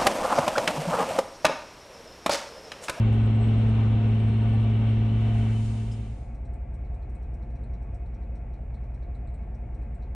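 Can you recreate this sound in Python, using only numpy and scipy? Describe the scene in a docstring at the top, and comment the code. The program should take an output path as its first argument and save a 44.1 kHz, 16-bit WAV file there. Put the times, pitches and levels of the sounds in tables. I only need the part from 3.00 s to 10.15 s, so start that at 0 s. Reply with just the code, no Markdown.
"""Snow blower from a parked car

A diesel loader with a snow blower works close by, heard from inside a car whose V8 idles. Firing
pulses make both engines drone; the loader's fans and blower roar, and its pump, gears and turbo sing.
Near 2.7 s the scene dissolves, through a brief hiss, into a later one: the loader is far off,
the car idles slower, its cabin throbs and a loose part ticks."""
import sys
import numpy as np
from scipy import signal
from scipy.fft import rfft, irfft, next_fast_len
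from scipy.io import wavfile

SR = 44100
rng = np.random.default_rng(int(sys.argv[2]) if len(sys.argv) > 2 else 0)


def dump(signal):
    """Clip the signal to [-1, 1] and save it as 16-bit WAV at the path in sys.argv[1]."""
    limited = np.clip(np.atleast_2d(signal).T, -1, 1)
    pcm = np.round(limited * 32767).astype(np.int16)
    wavfile.write(sys.argv[1], SR, pcm)


N = 315303
TIME_S = np.arange(N) / SR
FFT_SIZE = next_fast_len(N)
BIN_HZ = np.maximum(np.arange(FFT_SIZE // 2 + 1) * SR / FFT_SIZE, 1)


def from_db(db):
    """Decibels to gain."""
    return 10 ** (np.asarray(db) / 20)


def automation(rows):
    """One curve per column after time_s, sample by sample."""
    time_s, *columns = np.transpose(rows)
    return [np.interp(TIME_S, time_s, column) for column in columns]


def over_frequency(rows):
    """A curve across the spectrum, straight between points in log frequency."""
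    freq_hz, values = np.transpose(rows)
    return np.interp(np.log(BIN_HZ), np.log(freq_hz), values)


def drift(rate_hz):
    """A slow random wobble with a spread of 1."""
    pole = np.exp(-200 * np.pi * rate_hz / SR)  # one step per 100 samples
    steps = rng.standard_normal(N // 100 + 1002)
    slow = signal.lfilter([1], [1, -2 * pole, pole * pole], steps)[1000:]
    return np.interp(np.arange(N) / 100, np.arange(len(slow)), slow / slow.std())


# Stereo balance: freq_hz, left_over_right_db
STEREO_LEAN = [(150, 0), (240, 1), (370, 2.5), (590, 5), (930, 4.5), (1470, 1.8), (2330, .5), (3680, 0)]
# Stereo phase offset: freq_hz, left_lead_rad
STEREO_LEAD = [(50, 0), (110, .07), (260, .25), (690, .9), (1000, .3), (1500, .4), (1900, 0), (2700, -.2),
               (4000, 0)]


def to_stereo(left, right):
    """Offset two spectra in level and phase, so the mids lean left."""
    half = from_db(over_frequency(STEREO_LEAN) / 2) * np.exp(.5j * over_frequency(STEREO_LEAD))
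    return np.array([left * half, right / half])


def air_noise(spectrum, resonances, likeness, flutter_db, treble_db=0, bands=10):
    """Coloured stereo noise of rms 1; its bands flutter partly together, partly alone."""
    peaks_db = sum(db / (1 + (2 * (BIN_HZ - hz) / width) ** 2) for hz, width, db in resonances)
    colour = from_db(over_frequency(spectrum) + peaks_db)
    shared, left, right = rfft(rng.standard_normal((3, FFT_SIZE))) * colour
    alike = np.clip(over_frequency(likeness), 0, 1)
    stereo = to_stereo(*[np.sqrt(alike) * shared + np.sqrt(1 - alike) * own for own in (left, right)])
    band_position = np.clip(np.log2(BIN_HZ / 80) / 7, 0, 1) * (bands - 1)  # seven octaves from 80 Hz
    together, noise = drift(1.1), 0
    for k in range(bands):
        gain_db = flutter_db * (1.1 * together + drift(6.0)) + treble_db * (k > bands // 2)
        band = irfft(stereo * np.clip(1 - abs(band_position - k), 0, 1), FFT_SIZE)[:, :N]
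        noise = noise + from_db(gain_db) * band
    return noise / noise.std()


# Tone of the heater fan and distant roar: freq_hz, relative_db
CABIN_SPECTRUM = [(18, -28), (28, -8), (48, -15), (71, -7.5), (132, -14.5), (226, -22.5), (457, -29),
                  (900, -35.5), (1010, -44.5), (1910, -46), (2500, -47.5), (3130, -60), (4130, -71.5),
                  (5000, -72.5), (8500, -72), (10300, -79.5)]
# Cabin resonances and dips: centre_hz, width_hz, gain_db
CABIN_RESONANCES = [(225, 17, 7.5), (531, 37, 4), (703, 59, 10.5), (864, 62, 3), (1110, 50, 6.5),
                    (1360, 28, 4.5), (1500, 62, -3.5), (1590, 65, 4), (1756, 35, -5.5), (1777, 15, 10),
                    (1860, 44, -5.5), (2050, 97, 2.5), (2220, 33, 10), (2410, 34, 0.5), (2524, 45, 8.5),
                    (2560, 32, -10.5), (2660, 43, -9.5), (2660, 20, 5), (3040, 120, -9)]
# How alike left and right are in the far scene: freq_hz, shared_fraction
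FAR_LIKENESS = [(130, 1), (240, .98), (350, .9), (630, .65), (1140, .75), (1700, .85), (2100, 1), (8000, 1)]


def cabin_air():
    """The bed of the far scene: heater fan and distant loader, coloured by the cabin."""
    return from_db(-41.5) * air_noise(CABIN_SPECTRUM, CABIN_RESONANCES, FAR_LIKENESS, flutter_db=0.2)


def burst(start_s, level_db, centre_hz, width_hz, t60_s):
    """Bursts of band noise that build in a few milliseconds and die away."""
    hits = np.full(N, 1e-18)
    hits[(np.asarray(start_s) * SR).astype(int)] = from_db(level_db)
    attack = signal.lfilter([.012], [1, -.988], hits)
    envelope = signal.lfilter([1], [1, -from_db(-60 / (t60_s * SR))], attack)
    edges_hz = [centre_hz - width_hz / 2, centre_hz + width_hz / 2]
    bandpass = signal.butter(2, edges_hz, "band", fs=SR, output="sos")
    noise = signal.sosfilt(bandpass, rng.standard_normal(N))
    return envelope * noise / noise.std()


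# Stray clicks: start_s, level_db, centre_hz, width_hz
LONE_CLICKS = [(.1247, -62.5, 8200, 2580), (2.9133, -55, 5140, 500), (2.9145, -57, 7300, 4400)]


def lone_clicks():
    """A small bright click at the start and a fused pair in the dissolve."""
    return sum(burst(*click, t60_s=0.14) for click in LONE_CLICKS)


# Ticks of the loose part, before each mode's trim: start_s, outer_modes_db, middle_mode_db
LOOSE_PART_TICKS = [(3.3447, -63, -74), (3.449, -61.5, -76), (3.5335, -61.5, -82), (3.7378, -64, -76),
                    (3.8461, -68, -83), (3.9399, -63.5, -81), (4.0192, -65, -82), (4.0925, -68, -79),
                    (4.1464, -60.5, -83), (4.2247, -65, -79), (4.3365, -65, -74), (4.422, -65, -77),
                    (4.4996, -68, -83), (4.5525, -65, -75), (4.6333, -61.5, -91), (4.7341, -64, -72),
                    (4.8214, -68, -79), (4.9416, -65, -72), (5.0563, -67, -81), (5.1411, -66, -73),
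                    (5.223, -69, -83), (5.3517, -63, -72), (5.5343, -65, -77), (5.7413, -60, -79),
                    (5.8371, -70, -80), (5.9408, -63, -74), (6.0251, -65, -81), (6.1459, -60.5, -88),
                    (6.2701, -61.5, -90), (6.34, -60, -91), (6.4217, -71, -83), (6.543, -66, -73),
                    (6.743, -64, -77), (6.8193, -66, -81), (6.9445, -64.5, -85), (7.0219, -63, -78)]
# Its low, middle and high modes: centre_hz, width_hz, t60_s
LOOSE_PART_MODES = [(4050, 600, .14), (5650, 700, .12), (8300, 1400, .12)]


def loose_part():
    """Each tick buzzes briefly in three broad modes; low and high trade level at random."""
    start_s, outer_db, middle_db = np.transpose(LOOSE_PART_TICKS)
    trade_db = 3.5 * rng.standard_normal(len(start_s))
    levels_db = outer_db - 11.5 + trade_db, middle_db + 0.5, outer_db - 13 - trade_db
    return sum(burst(start_s, db, *mode) for db, mode in zip(levels_db, LOOSE_PART_MODES))


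# Tone of the hiss: freq_hz, relative_db
HISS_SPECTRUM = [(2000, -34), (3500, -2), (5000, -4.5), (7000, -3.5), (9500, -5.5), (10300, -12.5)]
# How alike left and right are in the hiss and the close roar: freq_hz, shared_fraction
NEAR_LIKENESS = [(30, 1), (110, .995), (240, .95), (350, .9), (630, 0.86), (1140, .75), (2040, .5),
                 (3680, 0.23), (8000, 0.33)]


def hiss():
    """A bright hiss over the dissolve: it swells, puffs once on the way up, then sags."""
    start_s, full_s, end_s, fade_s = 2.14, 2.66, 3.42, 0.2
    swell = np.clip((TIME_S - start_s) / (full_s - start_s), 0, 1)
    sag_db = 26 * np.maximum(TIME_S - full_s, 0)
    puff_db = 4 * np.exp(-((TIME_S - 2.39) / .04) ** 2)
    level_db = -55 - 15.5 * (1 - swell) - sag_db + puff_db
    fades = np.clip(10 * swell, 0, 1) * np.clip((end_s - TIME_S) / fade_s, 0, 1)
    return fades * from_db(level_db) * air_noise(HISS_SPECTRUM, [], NEAR_LIKENESS, flutter_db=.3, bands=4)


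def engine(rpm_curve, orders, levels_db, phase_of, start_cycles, waver_db):
    """Harmonics of the four-stroke cycle (rpm / 120); uneven burning makes each one waver."""
    rpm, = automation(rpm_curve)
    cycles = start_cycles + np.cumsum(rpm) / (120 * SR)
    drone = 0
    for order, db in zip(orders, levels_db):
        amplitude = np.sqrt(2) * from_db(db + waver_db * drift(4))
        drone = drone + amplitude * np.cos(2 * np.pi * order * cycles + phase_of(order))
    return drone


# Which bank of the V fires, in turn: bank_sign
FIRING_BANKS = [1, -1, 1, 1, -1, 1, -1, -1]


def v_eight_phase(order):
    """Odd orders follow the uneven turns of the two banks; the rest follow the even firing shake."""
    if order % 2:
        return np.angle(np.fft.fft(FIRING_BANKS)[order % 8])
    shake_offset_cycles = .047  # against the exhaust beat
    return 2 * np.pi * order * shake_offset_cycles - np.pi / 2


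# The car's idle speed in the near and far scenes: time_s, speed_rpm
IDLE_RPM_NEAR = [(0, 693), (.45, 692), (1.05, 687), (1.35, 685), (1.65, 679), (2.25, 679), (2.7, 675)]
IDLE_RPM_FAR = [(3.0, 601), (3.4, 600.4), (4.2, 599), (5.0, 601.8), (5.8, 601), (6.2, 600), (6.8, 595)]
# Harmonics of its firing cycle: order
IDLE_ORDERS = [5, 7, 8, 9, 10, 11, 12, 13, 16, 18, 21, 23, 24]
# Their mix in each scene, one entry per order: level_db
IDLE_DB_NEAR = [-51, -56, -41, -42, -60, -35, -60, -44, -56, -52, -56, -60, -60]
IDLE_DB_FAR = [-70, -68, -43, -59, -62, -36, -54, -39.5, -50, -57, -58, -58, -48.5]


def car_idle(rpm_curve, levels_db, start_cycles, waver_db):
    """The V8's exhaust beat and firing shake throb through the cabin."""
    return engine(rpm_curve, IDLE_ORDERS, levels_db, v_eight_phase, start_cycles, waver_db)


def tone(pitch_hz, level_db, waver_db, rate_hz, pitch_spread):
    """A sine that wavers in pitch and level."""
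    cycles = np.cumsum(pitch_hz * (1 + pitch_spread * drift(rate_hz))) / SR
    return np.sqrt(2) * from_db(level_db + waver_db * drift(rate_hz)) * np.sin(2 * np.pi * cycles)


# Partials of the loader's pump: pitch_hz, base_level_db
PUMP_PARTIALS = [(466, -65.5), (699, -55.5), (932, -64.5), (1163, -67.5), (1766, -72.5), (2316, -68),
                 (3680, -80), (4150, -80.5)]
# Fader ride on all of them: time_s, gain_db
PUMP_RIDE = [(0, 1.5), (.9, 0.5), (1.2, 0), (1.45, 6), (1.8, 2), (2.4, 1.5), (3, 2)]


def pump():
    """The pump sings a cluster of wavering tones that swells once."""
    ride_db, = automation(PUMP_RIDE)
    partials = sum(tone(hz, db, waver_db=3.5, rate_hz=8.9, pitch_spread=.0015) for hz, db in PUMP_PARTIALS)
    return from_db(ride_db) * partials


# Turbo whistle: time_s, pitch_hz, level_db
TURBO_CURVE = [(0, 7800, -88), (.5, 8030, -71), (.9, 8150, -80.5), (1.35, 8340, -79), (2.0, 8240, -81.5),
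               (2.9, 8180, -85.5)]
# Gear whine: time_s, pitch_hz, level_db
GEAR_CURVE = [(0, 2965, -75.5), (1, 2950, -72), (2.5, 3016, -61.5), (2.9, 3040, -64)]
# Two faint, nearly steady tones on top: pitch_hz, level_db
FAINT_TONES = [(9490, -91), (9710, -93)]


def whistles():
    """The spinning turbo and meshing gears glide and flicker under two thin high tones."""
    turbo = tone(*automation(TURBO_CURVE), waver_db=3.5, rate_hz=23.0, pitch_spread=.0022)
    gears = tone(*automation(GEAR_CURVE), waver_db=4.5, rate_hz=20.0, pitch_spread=.005)
    faint = sum(tone(hz, db, waver_db=1.0, rate_hz=5.0, pitch_spread=.0003) for hz, db in FAINT_TONES)
    return turbo + gears + faint


# Tone of the fans and blower: freq_hz, relative_db
BLOWER_SPECTRUM = [(18, -45), (27, -18.5), (50, -14.5), (88, -15), (130, -19), (164, -17), (226, -19.5),
                   (305, -23.5), (500, -27.5), (900, -34), (1680, -41.5), (2750, -34.5), (4000, -48.5),
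                   (4700, -58.5), (9300, -66.5), (10300, -76.5)]
# Cabin and bodywork resonances and dips: centre_hz, width_hz, gain_db
BODY_RESONANCES = [(418, 30, 3), (537, 24, 0), (740, 36, 1), (787, 29, 5.5), (1005, 32, -3.5),
                   (1320, 130, 2.5), (1398, 57, -10), (1454, 60, 7), (1545, 150, 2), (1710, 37, -7),
                   (2000, 58, 0), (2150, 40, 0.5), (2250, 67, 0.5), (2470, 83, -7.5), (2600, 50, -4.5),
                   (2870, 70, -3), (3700, 41, 6.5), (3850, 120, -4), (4090, 83, 5), (5160, 230, -1),
                   (5570, 250, 5.5)]


def blower_roar():
    """Fans and blower roar through the bodywork; the level falls while the treble's share grows."""
    level_db = -32 - 2.26 * TIME_S
    treble_db = -2.1 + 1.1 * TIME_S
    roar = air_noise(BLOWER_SPECTRUM, BODY_RESONANCES, NEAR_LIKENESS, flutter_db=0.74, treble_db=treble_db)
    return from_db(level_db) * roar


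def straight_six_phase(order):
    """Even firing dips the pressure six times a cycle; cylinder differences fall at any phase."""
    return np.pi if order % 6 == 0 else rng.uniform(0, 2 * np.pi)


# The diesel's working speed: time_s, speed_rpm
DIESEL_RPM = [(0, 2206), (.45, 2205), (1.05, 2198), (1.65, 2207), (2.25, 2207), (2.9, 2201)]
# Harmonics of its firing cycle: order
DIESEL_ORDERS = [5, 6, 7, 8, 9, 10, 11, 12, 14, 15, 16, 18, 19, 22]
# Their mix, one entry per order: base_level_db
DIESEL_DB = [-54.5, -20.5, -45.5, -56.5, -52.5, -51.5, -49, -30.5, -45, -49.5, -57.5, -59.5, -51.5, -49.5]


def diesel_exhaust():
    """Six cylinders fire into a strong, slowly fading drone near 110 Hz."""
    drone = engine(DIESEL_RPM, DIESEL_ORDERS, DIESEL_DB, straight_six_phase,
                   start_cycles=-.075, waver_db=0.37)
    return from_db(0.98 - 1.1 * TIME_S) * drone


def loader():
    """The whole machine; exhaust and roar sink as it draws away behind a snow bank."""
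    tones = rfft(diesel_exhaust() + pump() + whistles(), FFT_SIZE)
    return irfft(to_stereo(tones, tones), FFT_SIZE)[:, :N] + blower_roar()


def scene():
    """The scene with the loader near dissolves into the one with it far off."""
    start_s, end_s = 2.405, 3.267
    dissolve = np.clip((TIME_S - start_s) / (end_s - start_s), 0, 1)
    fade_in = dissolve ** 0.53  # the far scene comes up early
    near = loader() + car_idle(IDLE_RPM_NEAR, IDLE_DB_NEAR, start_cycles=-.06, waver_db=1.8)
    far = car_idle(IDLE_RPM_FAR, IDLE_DB_FAR, start_cycles=.92, waver_db=.9) + cabin_air()
    return (1 - dissolve) * near + fade_in * far + lone_clicks() + hiss() + loose_part()


def record(dry):
    """A steep low-pass cuts the top above 10.3 kHz."""
    return signal.sosfilt(signal.ellip(10, .5, 60, 10300, fs=SR, output="sos"), dry)


dry = scene()
out = record(dry)
dump(out)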